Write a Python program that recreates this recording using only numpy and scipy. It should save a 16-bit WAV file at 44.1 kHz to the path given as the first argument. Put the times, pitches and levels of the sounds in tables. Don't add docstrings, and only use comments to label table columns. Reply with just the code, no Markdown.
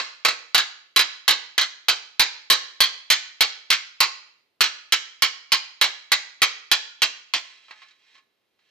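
import sys
import numpy as np
from scipy import signal
from scipy.fft import rfft, irfft
from scipy.io import wavfile

SR = 44100
rng = np.random.default_rng(int(sys.argv[2]) if len(sys.argv) > 2 else 0)


def unload_wav(signal):
    wavfile.write(
        sys.argv[1],
        SR,
        np.round(np.clip(np.atleast_2d(signal).T, -1, 1) * 32767).astype(np.int16),
    )


N = 383669
LEAD = SR // 4
RING_TIME = np.arange(SR // 4) / SR

# f/Hz, relative level/dB
OUTSTANDING_MODES = [(856, -14.5), (1082, -5.5), (1263, -10.5), (1500, -13.5), (1722, -3.5), (1875, -13),
                     (2064, -11), (2252, -9), (2702, -10), (3094, -7), (3250, -8.5), (3777, -0.5),
                     (3963, 1.5), (4264, -7), (4479, -10.5), (4705, -14)]


def undb(db):
    return 10 ** (np.asarray(db) / 20)


def at(points, hz):
    f, value = np.transpose(points)
    return np.interp(np.log(hz + 1e-3), np.log(f), value)


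def unit(x):
    return x / np.sqrt(np.mean(x ** 2))


def decay(t, t60):
    return np.exp(-np.log(1000) * t / t60)


def highpass(x, order, hz):
    return signal.sosfilt(signal.butter(order, hz, "high", fs=SR, output="sos"), x)


def colour(x, points):
    log_gain = np.log(undb(at(points, np.fft.rfftfreq(2048, 1 / SR))))
    cepstrum = irfft(log_gain)
    cepstrum[1:1024] *= 2
    cepstrum[1025:] = 0
    response = irfft(np.exp(rfft(cepstrum)))
    return signal.fftconvolve(x, response[None], axes=1)[:, :x.shape[1]]


def add(track, s, sound):
    i = LEAD + int(s * SR)
    part = sound[:, :track.shape[1] - i]
    track[:, i:i + part.shape[1]] += part


def rings(hz, t60):
    hz, t60, t = (np.float32(v) for v in (hz, t60, RING_TIME))
    sines = np.sin(np.float32(2 * np.pi) * hz[:, None] * t)
    return sines * np.exp(np.float32(-np.log(1000)) * t / t60[:, None])


def strike(shapes, gains, spread):
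    common, side = rng.standard_normal((2, len(gains)))
    weights = gains * (common + spread * side * np.array([[1], [-1]]))
    return np.float32(weights) @ shapes


def panel(lowest_hz=170):
    modes = sheet_modes()
    return highpass(hammering(*modes) + handling(*modes), 2, lowest_hz)


def sheet_modes(count=1000, t60_1k=0.14, damping_slope=0.17, modes_db=-17):
    # f/Hz, relative level/dB
    crowd_levels = [(150, -23.5), (300, -12.5), (600, -7.5), (850, -1.5), (1100, 3), (1500, 3.5),
                    (2300, 10), (2900, 6), (3150, 11), (3550, 5), (4100, 12.5), (5000, 5), (6500, -0.5),
                    (8500, -10.5)]
    crowd_hz = 120 + 8300 * (np.arange(count) + rng.random(count)) / count
    crowd = undb(at(crowd_levels, crowd_hz))
    mode_hz, mode_db = np.transpose(OUTSTANDING_MODES)
    hz = np.r_[crowd_hz, mode_hz]
    gains = np.r_[crowd / np.linalg.norm(crowd), undb(mode_db + modes_db)]
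    t60 = t60_1k * (hz / 1000) ** -damping_slope
    return hz, gains, rings(hz, t60)


def hammering(hz, gains, shapes, spread=0.38, blow_db=.5, grip_shift=.012):
    # t/s, relative force level/dB, relative hollow body level/dB, relative bright clang level/dB,
    # struck spot f/Hz, wait until the sheet slaps back on the stake t/s, slap level against its blow/dB
    blows = [(-.05, -0.5, 5, -1.5, 1195, 0.029, -9), (0.2493, -1.5, 3.5, 1.5, 1320, 0.035, -7),
             (0.5456, 1.5, 0, -0.5, 1098, 0.034, -5.5), (.9613, 0, 5, 1.5, 1043, 0.031, -3),
             (1.279, 1.6, 0, 2.5, 1104, 0.028, -8), (1.5794, -3, -0.7, 2.5, 1565, 0.033, -5),
             (1.884, -1, 1.3, 1, 1267, 0.028, -13), (2.1954, 1, 1.1, 5.5, 956, 0.023, -11.5),
             (2.5006, 3, 1, 1.5, 1068, 0.023, -9), (2.8044, 2, 0, 3, 1615, 0.033, -12.5),
             (3.1015, 2.6, -3.2, -0.9, 1491, 0.022, -8.5), (3.407, 0.8, -1, 2, 1500, 0.023, -15.5),
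             (3.7032, -1.7, -1.7, -0.5, 1584, 0.023, -4.5), (4.0039, 0.5, 0.5, 1.5, 1142, .026, -9.5),
             (4.6072, 1.5, -1.9, -1.5, 1487, 0.032, -9), (4.9225, 1.1, -6, -5.5, 1330, 0.015, -12.5),
             (5.2213, -0.26, -0.5, -0.8, 1093, .025, -11), (5.5194, -0.5, -1.1, 2.5, 1064, 0.026, -11.5),
             (5.8131, 0.2, -0.2, -1.1, 1390, 0.028, -8), (6.1179, 0.3, -1, 0.5, 1160, .012, -21),
             (6.4186, .7, 0, -1.5, 1121, 0.0087, -7), (6.7145, 2, -1.5, -1.8, 1410, 0.013, -15.5),
             (7.019, -2.5, 0.2, -3.8, 1495, .011, -3.5), (7.3367, -6.5, 0, -3, 1046, 0.027, -10)]
    spot_db, spot_t60_s = -16, 0.086
    out = np.zeros((2, LEAD + N))
    chance = rng.standard_normal((len(blows), 2))
    for blow, (grip, jitter) in zip(blows, chance):
        s, force_db, body_db, clang_db, spot_hz, slap_s, slap_db = blow
        spot = undb(spot_db) * rings([spot_hz], [spot_t60_s])
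        tone = spot_tone(hz, body_db, clang_db)
        retuned = RING_TIME * (1 + grip_shift * grip)
        for delay, db in contacts(slap_s, slap_db, jitter):
            ears = strike(shapes, gains * tone, spread)
            ring = np.array([np.interp(retuned, RING_TIME, ear) for ear in ears])
            add(out, s + delay, undb(blow_db + force_db + db) * (ring + spot + crack()))
    return out


def spot_tone(hz, body_db, clang_db, patchy_db=2.5, uneven_db=1.5, count=48):
    db = at([(1200, body_db), (2000, 0), (3400, 0), (4200, clang_db), (5500, 0)], hz)
    patches = np.interp(hz, np.linspace(hz.min(), hz.max(), count), rng.standard_normal(count))
    unevenness_db = patchy_db * patches + uneven_db * rng.standard_normal(len(hz))
    return undb(db) * unit(undb(unevenness_db))


def contacts(slap_s, slap_db, jitter, count=3):
    rattle_s, rattle_scatter_s, rattle_db = .011, .002, -10
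    gap_ratio, loss_db = .6, -9.5
    bounce = np.arange(count)
    delays = slap_s * np.cumsum(gap_ratio ** bounce)
    rattle = (abs(rattle_s + rattle_scatter_s * jitter), rattle_db)
    return [(0, 0), rattle, *zip(delays, slap_db + loss_db * bounce)]


def crack(level_db=-27, t60=0.049):
    burst = highpass(rng.standard_normal(len(RING_TIME)), 2, 7000)
    return undb(level_db) * burst * decay(RING_TIME, t60)


def workshop(x, room_db=-14, build_s=0.0096):
    # f/Hz, relative level/dB
    wall_colour = [(100, -12.5), (400, -2), (1200, -3), (4000, -5), (7000, 2), (10000, -2.5)]
    # f/Hz, t60/s
    wall_t60 = [(150, 0.53), (1000, 0.52), (2500, 0.59), (5000, 0.5), (10000, 0.24)]
    t = np.arange(SR) / SR
    hz = np.fft.rfftfreq(SR, 1 / SR)
    noise, tail = rfft(rng.standard_normal((2, SR))), 0
    centres = [f for f, _ in wall_t60]
    for (_, t60), own in zip(wall_t60, np.eye(len(centres))):
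        band = at(list(zip(centres, own)), hz)
        tail = tail + irfft(noise * band, SR) * decay(t, t60)
    tail = unit(tail * (1 - np.exp(-t / build_s))) / np.sqrt(SR)
    reflections = signal.fftconvolve(x, colour(tail, wall_colour), axes=1)[:, :x.shape[1]]
    return undb(room_db) * reflections


def background(width=0.66, level_db=-72):
    # f/Hz, relative level per Hz/dB
    air = [(40, -12), (100, 3), (200, 4), (400, 4.5), (700, -1.5), (1500, -6), (4000, -8), (7500, -21.5),
           (15000, -25.5)]
    mid, side = rng.standard_normal((2, N))
    stereo = mid + width * side * np.array([[1], [-1]])
    return undb(level_db) * unit(colour(stereo, air))


def sliding(response, catches_per_s=2500):
    # t/s, relative level/dB
    slide = [(7.45, -43.5), (7.6, -53.5), (7.8, -49), (7.96, -62), (8.18, -52.5), (8.22, -78), (8.56, -78),
             (8.62, -66.5), (8.7, -63.5)]
    t = np.arange(-LEAD, N) / SR
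    catches = rng.standard_normal(len(t)) * (rng.random(len(t)) < catches_per_s / SR)
    rub = signal.fftconvolve(catches[None], response, axes=1)[:, :len(t)]
    level_db = np.interp(t, *np.transpose(slide), left=-np.inf)
    return unit(rub) * undb(level_db)


def handling(hz, gains, shapes, spread=0.38):
    # t/s, relative level/dB, brightness/dB per octave
    bumps = [(7.683, -45, -6), (7.709, -33, -5.5), (7.819, -41.5, -4.5), (7.830, -47.5, -4.5),
             (7.885, -56, 2), (7.909, -54, 0), (8.153, -49.5, -3.5), (8.181, -52, -2.5), (8.591, -64, -2)]
    # f/Hz, relative level/dB
    softness = [(200, -5), (400, -8), (650, 3), (1100, 6), (2300, 9.5), (4000, 5), (7000, 5)]
    loose_db, loose_t60_s = -9, 0.23
    mode_hz, mode_db = np.transpose(OUTSTANDING_MODES)
    soft = np.r_[gains * undb(at(softness, hz)), undb(mode_db + loose_db)]
    hz = np.r_[hz, mode_hz]
    shapes = np.vstack([shapes, rings(mode_hz, [loose_t60_s])])
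    out = np.zeros((2, LEAD + N))
    for s, db, tilt_db in bumps:
        tilt = undb(tilt_db * np.log2(np.maximum(hz, 600) / 1500))
        add(out, s, undb(db) * (strike(shapes, soft * tilt, spread) + crack()))
    return out + sliding(strike(shapes, soft, spread))


def scene(left_db=-2):
    left, right = panel()
    direct = np.array([undb(left_db) * left, np.roll(right, 1)])
    return (direct + workshop(direct))[:, LEAD:] + background()


def record(dry, ceiling=0.51, knee=6, lopsided=0.099, port_lag_us=12, top_hz=14600):
    # f/Hz, relative level/dB
    mic = [(30, -3.5), (130, -11), (400, -4.5), (4000, -2.5), (8000, -2.5), (12000, 3), (15000, 5)]
    # f/Hz, relative level/dB
    left_port = [(40, -4.5), (130, -2.5), (500, -1.5), (1200, -2.5), (4000, -0.5), (8000, -1.5),
                 (14000, -2)]
    limit = ceiling * (1 + lopsided * np.sign(dry))
    clipped = dry / (1 + np.abs(dry / limit) ** knee) ** (1 / knee)
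    heard = colour(clipped, mic)
    taps = np.arange(-8, 9)
    late = np.sinc(taps - port_lag_us * SR / 1e6) * np.hanning(len(taps))
    left = colour(heard[:1], left_port)[0]
    right = np.convolve(heard[1], late, "same")
    heard = highpass(np.array([left, right]), 1, 25)
    return signal.sosfilt(signal.ellip(8, .2, 70, top_hz, fs=SR, output="sos"), heard)


dry = scene()
out = record(dry)
unload_wav(out)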